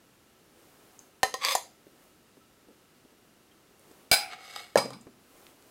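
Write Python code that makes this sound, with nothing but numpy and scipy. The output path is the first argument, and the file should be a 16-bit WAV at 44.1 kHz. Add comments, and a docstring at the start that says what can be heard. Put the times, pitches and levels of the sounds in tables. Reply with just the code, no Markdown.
"""At a wooden kitchen table, couscous is served from a metal bowl onto a plate.
The bowl knocks on the wood and slides by stick-slip friction; a spoonful is patted softly into place.
The spoon clatters into the bowl, exciting its modes, skids in it, and jumps when the bowl is set down.
The table damps the bowl and shudders under it. Cloth rustles with each move of the arm,
and the kitchen adds a short reverberation over quiet air and a faint whirr."""
import sys
import numpy as np
from scipy import signal
from scipy.fft import rfft, irfft
from scipy.io import wavfile

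SR = 44100
rng = np.random.default_rng(int(sys.argv[2]) if len(sys.argv) > 2 else 0)


def file_out(sig):
    """Save sig as 16-bit WAV at sys.argv[1]."""
    # one column per channel
    cols = np.atleast_2d(sig).T
    # limit, then scale
    lim = np.clip(cols, -1, 1)
    pcm = np.round(lim * 32767).astype(np.int16)
    wavfile.write(sys.argv[1], SR, pcm)


N = 251414
TIME = np.arange(N) / SR
AGE = TIME[:2 ** 15]   # seconds since an impact


def bowl_knocks(swell_s=0.0014, ping_t60_at_1khz_s=0.034, wash_db=-7.0, crack_db=9.5, crack_t60_s=0.0034):
    """Impact excites both bodies: the wood thuds, the rim pings and the damped bowl clacks."""
    # bowl meets table; the spot that lands picks the pitches:
    # start_s, thud_db, thud_hz, ping_db, ping_hz, clack_db, treble_db
    landings = [(1.2313, -17, 726, -14, 1826, -12, -11), (1.2346, -19, 573, -15.5, 1860, -21, -32),
                (1.341, -31.5, 597, -27, 1102, -23, -12.5), (1.449, -29, 1150, -13, 4650, -34, 11),
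                (1.5515, -13.5, 775, -15.5, 7100, -27, 7.5), (1.5549, -18, 980, -21, 10900, -26, -21),
                (4.757, -4, 570, -16.5, 1720, -22.5, -18.5), (4.784, -20.5, 520, -39.5, 1036, -23, -5.5),
                (4.857, -28.5, 540, -51, 1110, -41, -6), (4.9054, -43, 610, -39, 1204, -40, -20)]
    # modes of the bowl damped by the table: pitch_hz, level_db, t60_s
    modes = [(326, -32.5, 0.055), (436, -9, 0.077), (526, -11, 0.048), (656, -24, 0.055),
             (770.5, -10.5, 0.099), (1023, -12.5, 0.12), (1280, -26.5, 0.24), (1860, -10, 0.075),
             (2030, -23, 0.11), (3100, -20, 0.091), (4090, -14, 0.073), (4650, -14.5, 0.057),
             (5000, -21.5, .16), (6800, -19.5, 0.073), (6410, -12, 0.065), (6700, -24.5, 0.061),
             (7770, -32, .07)]
    # its crowded, short-lived overtones: frequency_hz, density_db, t60_s
    bands = [(120, -5, .05), (300, -5, 0.051), (834, -6.5, 0.044), (1400, -3.5, 0.027), (2540, -3, 0.09),
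             (6550, 6.5, 0.022), (13300, 0, 0.048), (16000, -10.5, 0.044)]
    out = np.zeros(N)
    for start_s, thud_db, thud_hz, ping_db, ping_hz, clack_db, treble_db in landings:
        thud = from_db(thud_db) * pulse(swell_s) * np.sin(2 * np.pi * thud_hz * AGE)
        ping_t60_s = ping_t60_at_1khz_s / np.sqrt(ping_hz / 1000)   # higher pings die sooner
        ping = from_db(ping_db) * decay(ping_t60_s) * np.sin(2 * np.pi * ping_hz * AGE)
        overtones = from_db(wash_db) * wash(bands) * (1 + from_db(crack_db) * decay(crack_t60_s))
        tones = ring(modes, beat_depth=0.72, split=0.012)
        clack = from_db(clack_db) * shelves(tones + overtones, treble_db, bass_db=0)
        add(out, start_s, thud + ping + clack)
    return out - low_pass(out, hz=228)


def spoon_clinks(set_down_s=4.757, wash_db=-7.0, crack_db=9.5, crack_t60_s=0.032, contact_t60_s=0.002):
    """Free vibration follows each bounce of the spoon; contact with the table dulls and damps it."""
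    # spoon strikes bowl: start_s, level_db, treble_db, bass_db
    strikes = [(4.1141, -12, -6, 0.5), (4.128, -17.5, -1.5, -8), (4.1358, -19, -0.5, 0),
               (4.7741, -25, 4, -7.5), (4.7842, -43, 11.5, -16), (4.932, -43.5, -7, -8)]
    # modes of the free bowl and spoon: pitch_hz, level_db, t60_s
    modes = [(232, -34.5, 0.33), (659, -23, 0.15), (686, -25.5, 0.76), (757, -20, 0.91), (820, -22.5, 0.61),
             (1034, -26.5, 0.3), (1518, -16, 0.17), (1760, -36, 0.15), (2284, -9, 0.21),
             (2630, -36.5, 0.31), (3590, -22, 0.13), (4090, -15.5, 0.18), (4010, -13, 0.15),
             (4860, -8.5, 0.13), (4960, -12.5, 0.25), (4990, -14, 0.12), (7650, -19.5, .28),
             (7730, -27, 0.19), (7980, -20, 0.2), (8400, -16, 0.22), (8970, -24.5, 0.19),
             (9660, -16.5, 0.15), (10080, -26, 0.37), (10750, -16.5, 0.28), (12020, -27, .2),
             (14300, -22, .2), (14010, -25, .14), (14660, -21, .12)]
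    # their crowded overtones: frequency_hz, density_db, t60_s
    bands = [(201.5, -17.5, 0.05), (445, 4, 0.08), (750, 4, 0.18), (1120, -17, 0.66), (1414, 1, 0.47),
             (1920, -8, 0.44), (2330, 1.5, 0.69), (3000, -5.5, 0.38), (4270, 4, 0.19), (5260, -1.5, 0.32),
             (7360, -7, 0.13), (8460, 0.5, 0.18), (11500, -5, .19), (15500, -1, .11)]
    out = np.zeros(N)
    for start_s, level_db, treble_db, bass_db in strikes:
        in_hand = start_s < set_down_s
        top_hz, damping_t60_s = (16400, 2.5) if in_hand else (8800, 1.1)
        overtones = from_db(wash_db) * wash(bands) * (1 + from_db(crack_db) * decay(crack_t60_s))
        tones = ring(modes, beat_depth=0.54, split=0.0046)
        hit = shelves(tones + overtones, treble_db, bass_db)
        envelope = (1 - decay(contact_t60_s)) * decay(damping_t60_s)
        add(out, start_s, from_db(level_db) * low_pass(hit * envelope, top_hz, order=2))
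    return out


def table_top(bump_s=0.00071):
    """Structure-borne sound: hard blows pass through as deep bumps; the bowl's weight stirs low modes."""
    # blows through the wood: start_s, level_db
    bumps = [(1.233, -28.5), (1.5495, -58), (4.115, -21)]
    # the top shudders under the bowl: start_s, level_db
    shudders = [(4.766, -24.5), (4.924, -46.5)]
    # crowded modes of the top and the things on it: frequency_hz, density_db, t60_s
    bands = [(109, -25.5, 0.26), (128, 2.5, 0.82), (152, -10, .5), (177, 4.5, 0.64), (251, -0.5, 0.79),
             (310, -1, 0.32), (540, -7.5, 0.26), (840, 8.5, 0.2), (1150, 5.5, 0.23), (1650, -10.5, 0.14),
             (3000, -33, .2), (16000, -57, .1)]
    out = np.zeros(N)
    for start_s, level_db in bumps:
        add(out, start_s, from_db(level_db) * pulse(bump_s))
    for start_s, level_db in shudders:
        add(out, start_s, from_db(level_db) * wash(bands))
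    return out - low_pass(out, hz=40)


def bowl_slide(speed_up_s=(1.455, 1.51), slow_db=-1.0, squeak_hz=5000):
    """Stick-slip on wood drives the bowl, higher and brighter as it gathers speed, ending in a squeak."""
    # one push of the hand: start_s, hold_s, level_db
    pushes = [(1.435, 0.081, -28)]
    # the foot catches hard on the wood: start_s, above_slips_db
    catches = [(1.4493, 25), (1.4598, 18), (1.4853, 13), (1.524, 14.5)]
    # resonances of the bowl at full speed: pitch_hz, width_hz, level_db
    peaks = [(272, 10, -16.5), (535, 39, 0), (616, 64, -11), (813, 45, -23), (1148, 103, 4.5),
             (1720, 105, -2.5), (2290, 430, 0), (3150, 110, -3), (3497, 250, 1.5), (4300, 250, -3.5),
             (4790, 210, 0), (6400, 160, -2), (8000, 990, -9), (10900, 310, -10), (12100, 1900, -15),
             (13700, 460, -17)]
    # the foot squeaks as the push ends: start_s, hold_s, level_db
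    squeaks = [(1.515, 0.025, -35.5)]
    pressure = strokes(pushes, rise_db_per_s=524, fall_db_per_s=306)
    force = friction(pressure, catches, slips_per_s=2200, spread_db=2.5, catch_t60_s=0.0011)
    is_fast = rng.random(N) < np.interp(TIME, speed_up_s, [0, 1])
    slow = from_db(slow_db) * low_pass(body(force * ~is_fast, peaks, pitch_ratio=0.97), hz=4000)
    fast = body(force * is_fast, peaks)
    squeak_gain = strokes(squeaks, rise_db_per_s=900, fall_db_per_s=900)
    return slow + fast + squeak_gain * np.sin(2 * np.pi * squeak_hz * TIME)


def spoon_skid(turn_s=(4.35, 4.46), dull_db=2.0):
    """Light friction keeps the bowl ringing, brighter as the spoon turns from its back onto its edge."""
    # the spoon shifts with a quick scuff: start_s, hold_s, level_db
    scuffs = [(4.332, 0.00405, -40)]
    # it skids slowly round the wall: start_s, hold_s, level_db
    skids = [(4.55, .045, -45)]
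    # its tip catches: start_s, above_slips_db
    catches = [(4.3325, 7), (4.561, 20), (4.572, 8), (4.598, 3)]
    # resonances of the rubbed bowl: pitch_hz, width_hz, level_db
    peaks = [(480, 65, -3), (720, 35, 3), (814, 30, 1), (1240, 91, 3.5), (1660, 200, -6.5), (1930, 100, 2),
             (2215, 27, 9), (2730, 250, -1.5), (3420, 240, -12.5), (3800, 62, 3.5), (4250, 39, 1),
             (5000, 100, 0.5), (6140, 150, -13), (8360, 230, -6.5), (10900, 360, -12.5), (13500, 2700, -26),
             (3000, 3250, -8.5)]
    pressure = strokes(scuffs, rise_db_per_s=484, fall_db_per_s=1104)
    pressure += strokes(skids, rise_db_per_s=58, fall_db_per_s=127.5)
    force = friction(pressure, catches, slips_per_s=1100, spread_db=1.5, catch_t60_s=0.011)
    bright = body(force, peaks)
    dull = from_db(dull_db) * low_pass(bright, hz=3500)
    on_edge = np.interp(TIME, turn_s, [0, 1])
    return on_edge * bright + (1 - on_edge) * dull


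def soft_pats():
    """A soft impact excites mainly low modes, so it sounds dull."""
    # pats and handling bumps: start_s, level_db
    pats = [(.655, -50), (1.868, -50.5), (2.37, -50), (2.686, -50), (2.702, -55), (3.05, -52.5),
            (3.122, -57.5), (3.708, -55), (3.912, -52), (5.069, -41.5)]
    # spectrum and decay of a pat: frequency_hz, density_db, t60_s
    bands = [(102, -42, .05), (218, -6, 0.21), (328, 4, 0.051), (520, -9.5, 0.11), (903, -17, 0.055),
             (3000, -32.5, 0.032), (12000, -49, .03)]
    out = np.zeros(N)
    for start_s, level_db in pats:
        add(out, start_s, from_db(level_db) * wash(bands))
    return out


def small_ticks():
    """A brief noise burst through a resonance: a dry tick if the band is wide, a faint ping if narrow."""
    # ticks and pings of handling: start_s, peak_db, pitch_hz, width_hz, t60_s
    ticks = [(0.9919, -34, 6500, 1600, 0.0044), (2.405, -64, 1310, 30, .01), (3.513, -60.5, 3200, 90, .005),
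             (3.795, -46, 8000, 9000, .003), (3.914, -50, 4000, 9000, .03), (5.01, -48, 7600, 3000, .04),
             (5.4675, -36, 1290, 5000, 0.00084), (5.625, -45.5, 3000, 9000, 0.0022)]
    out = np.zeros(N)
    for start_s, peak_db, pitch_hz, width_hz, t60_s in ticks:
        snap = rng.standard_normal(len(AGE)) * decay(t60_s)
        tick = resonate(resonate(snap, pitch_hz, width_hz), pitch_hz, width_hz)
        add(out, start_s, from_db(peak_db) * tick / np.abs(tick).max())
    return out


def cloth_rustle():
    """Friction of apron and sleeves makes broadband noise that follows the speed of the arm."""
    # moves of the arm: start_s, hold_s, level_db
    moves = [(.62, 0.41, -62), (2.02, 0.028, -63), (3.88, 0.14, -61.5), (5.38, .1, -58), (5.68, .02, -60.5)]
    # spectrum of rubbing cloth: frequency_hz, density_db
    spectrum = [(100, -1), (330, 11.5), (700, 6.5), (2000, -2.5), (5000, -7.5), (10000, -5.5),
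                (16000, -7.5)]
    return strokes(moves, rise_db_per_s=61, fall_db_per_s=97) * noise(spectrum)


def kitchen_reverb(direct, wet_db=-9.0, first_echo_s=0.0017):
    """Reflections from cupboards and walls add a short diffuse tail to the direct sound."""
    # reverberation of the room: frequency_hz, density_db, t60_s
    bands = [(98.5, -15.5, 0.69), (394, 1, 0.36), (1001, 2, 0.22), (4000, 1.5, 0.32), (9000, 5, 0.28),
             (15980, 2.5, 0.24)]
    tail = wash(bands) * np.clip(AGE / first_echo_s - 1, 0, 1)
    return direct + from_db(wet_db) * signal.fftconvolve(direct, tail / np.linalg.norm(tail))[:N]


def room_tone(air_db=-62):
    """Stationary noise: a broad spectrum is heard as quiet air, narrow bands as a faint whirr."""
    # spectrum of the air: frequency_hz, density_db
    spectrum = [(15, -47), (25, -14.5), (48, -7), (70, -5.5), (185, -1), (301, 0), (335, 0.5), (591, -6.5),
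                (1020, -10.5), (1290, -9.5), (1890, -12.5), (3250, -15.5), (3920, -15.5), (14000, -21),
                (16000, -24.5)]
    # bands of the whirr: pitch_hz, width_hz, level_db
    peaks = [(1312, 23, -79), (2837, 180, -79)]
    whirr = 0
    for pitch_hz, width_hz, level_db in peaks:
        whirr += from_db(level_db) * rms_one(resonate(rng.standard_normal(N), pitch_hz, width_hz))
    return from_db(air_db) * noise(spectrum) + whirr


def ring(modes, beat_depth, split, scatter_db=1.0):
    """Unevenly struck modes decay and beat: a bowl is never quite round, so each splits in two."""
    out = 0
    for k, (hz, db, t60_s) in enumerate(modes):
        beat_hz = hz * split * (1 + rng.random())
        beating = 1 + beat_depth * np.sin(2 * np.pi * (beat_hz * AGE + rng.random()))
        gain = (-1) ** k * from_db(db + scatter_db * rng.standard_normal())
        out += gain * beating * np.sin(2 * np.pi * hz * AGE) * decay(t60_s)
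    return out


def wash(bands):
    """Modal overlap: countless modes merge into noise that starts at rms 1 and dies band by band."""
    hz, db, t60_s = np.transpose(bands)
    size = len(AGE)
    spectrum = rfft(rng.standard_normal(size)) * from_db(over_bins(hz, db, size))
    parts = np.array([irfft(spectrum * over_bins(hz, band, size)) for band in np.eye(len(hz))])
    return np.sum(parts * decay(t60_s[:, None]), axis=0) / parts.sum(axis=0).std()


def friction(pressure, catches, slips_per_s, spread_db, catch_t60_s):
    """Stick-slip force: random uneven impulses and a few hard catches, all scaled by pressure."""
    sizes = from_db(spread_db * np.minimum(rng.exponential(1, N), 4))
    signs = rng.choice([-1, 1], N)
    slipping = rng.random(N) < slips_per_s / SR
    force = rms_one(sizes * signs * slipping)
    for start_s, db in catches:
        add(force, start_s, from_db(db) * decay(catch_t60_s) * rng.choice([-1, 1], len(AGE)))
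    return force * pressure


def body(force, peaks, pitch_ratio=1):
    """Forced vibration: a force drives parallel resonances, all shifted by one pitch ratio."""
    impulse = 1. * (AGE == 0)
    response = 0
    for k, (hz, width_hz, db) in enumerate(peaks):
        response += (-1) ** k * from_db(db) * resonate(impulse, hz * pitch_ratio, width_hz)
    return signal.fftconvolve(force, response / np.linalg.norm(response))[:N]


def strokes(moves, rise_db_per_s, fall_db_per_s):
    """Envelope of movements, summed in power: each is at full force by start_s, holds and eases off."""
    power = 0
    for start_s, hold_s, db in moves:
        early_s = np.maximum(start_s - TIME, 0)
        late_s = np.maximum(TIME - start_s - hold_s, 0)
        power += from_db(db - rise_db_per_s * early_s - fall_db_per_s * late_s) ** 2
    return np.sqrt(power + 1e-20)


def noise(spectrum):
    """White noise filtered to a spectrum; rms 1."""
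    hz, db = np.transpose(spectrum)
    return rms_one(irfft(rfft(rng.standard_normal(N)) * from_db(over_bins(hz, db, N)), N))


def decay(t60_s):
    """Exponential decay from height 1."""
    return np.exp(-np.log(1000) * AGE / t60_s)


def pulse(peak_s):
    """A critically damped pulse that reaches height 1 and lets go."""
    return AGE / peak_s * np.exp(1 - AGE / peak_s)


def resonate(x, hz, width_hz):
    """A two-pole resonance with peak gain 1."""
    radius = np.exp(-np.pi * width_hz / SR)
    feedback = [1, -2 * radius * np.cos(2 * np.pi * hz / SR), radius ** 2]
    return signal.lfilter(np.array([1, 0, -1]) * (1 - radius ** 2) / 2, feedback, x)


def low_pass(x, hz, order=1):
    """A gentle roll-off above a corner frequency."""
    return signal.lfilter(*signal.butter(order, min(hz, .45 * SR), fs=SR), x)


def shelves(x, treble_db, bass_db, treble_hz=5000, bass_hz=600):
    """Shelving filters raise or lower the two ends of the spectrum."""
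    x = x + (from_db(treble_db) - 1) * (x - low_pass(x, treble_hz))
    return x + (from_db(bass_db) - 1) * low_pass(x, bass_hz)


def over_bins(hz, values, size):
    """Interpolation over log frequency, at the bins of a transform."""
    return np.interp(np.log(np.fft.rfftfreq(size, 1 / SR) + 0.0011), np.log(hz), values)


def from_db(db):
    """Decibels to amplitude ratio."""
    return 10 ** (np.asarray(db) / 20)


def rms_one(x):
    """Normalisation to rms 1."""
    return x / np.sqrt(np.mean(x ** 2) + 1e-20)


def add(track, start_s, sound):
    """Superposition of a sound on a track."""
    start = round(start_s * SR)
    track[start:start + len(sound)] += sound[:N - start]


def scene():
    """All sources superpose at one close microphone."""
    direct = bowl_knocks() + table_top() + spoon_clinks() + bowl_slide() + spoon_skid()
    direct += cloth_rustle() + soft_pats() + small_ticks()
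    return (kitchen_reverb(direct) + room_tone())[None]


def record(dry):
    """Band limiting: a steep low-pass filter removes the highest treble."""
    cutoff_hz = 15850
    return signal.sosfilt(signal.ellip(12, .1, 90, cutoff_hz, fs=SR, output="sos"), dry)


dry = scene()
out = record(dry)
file_out(out)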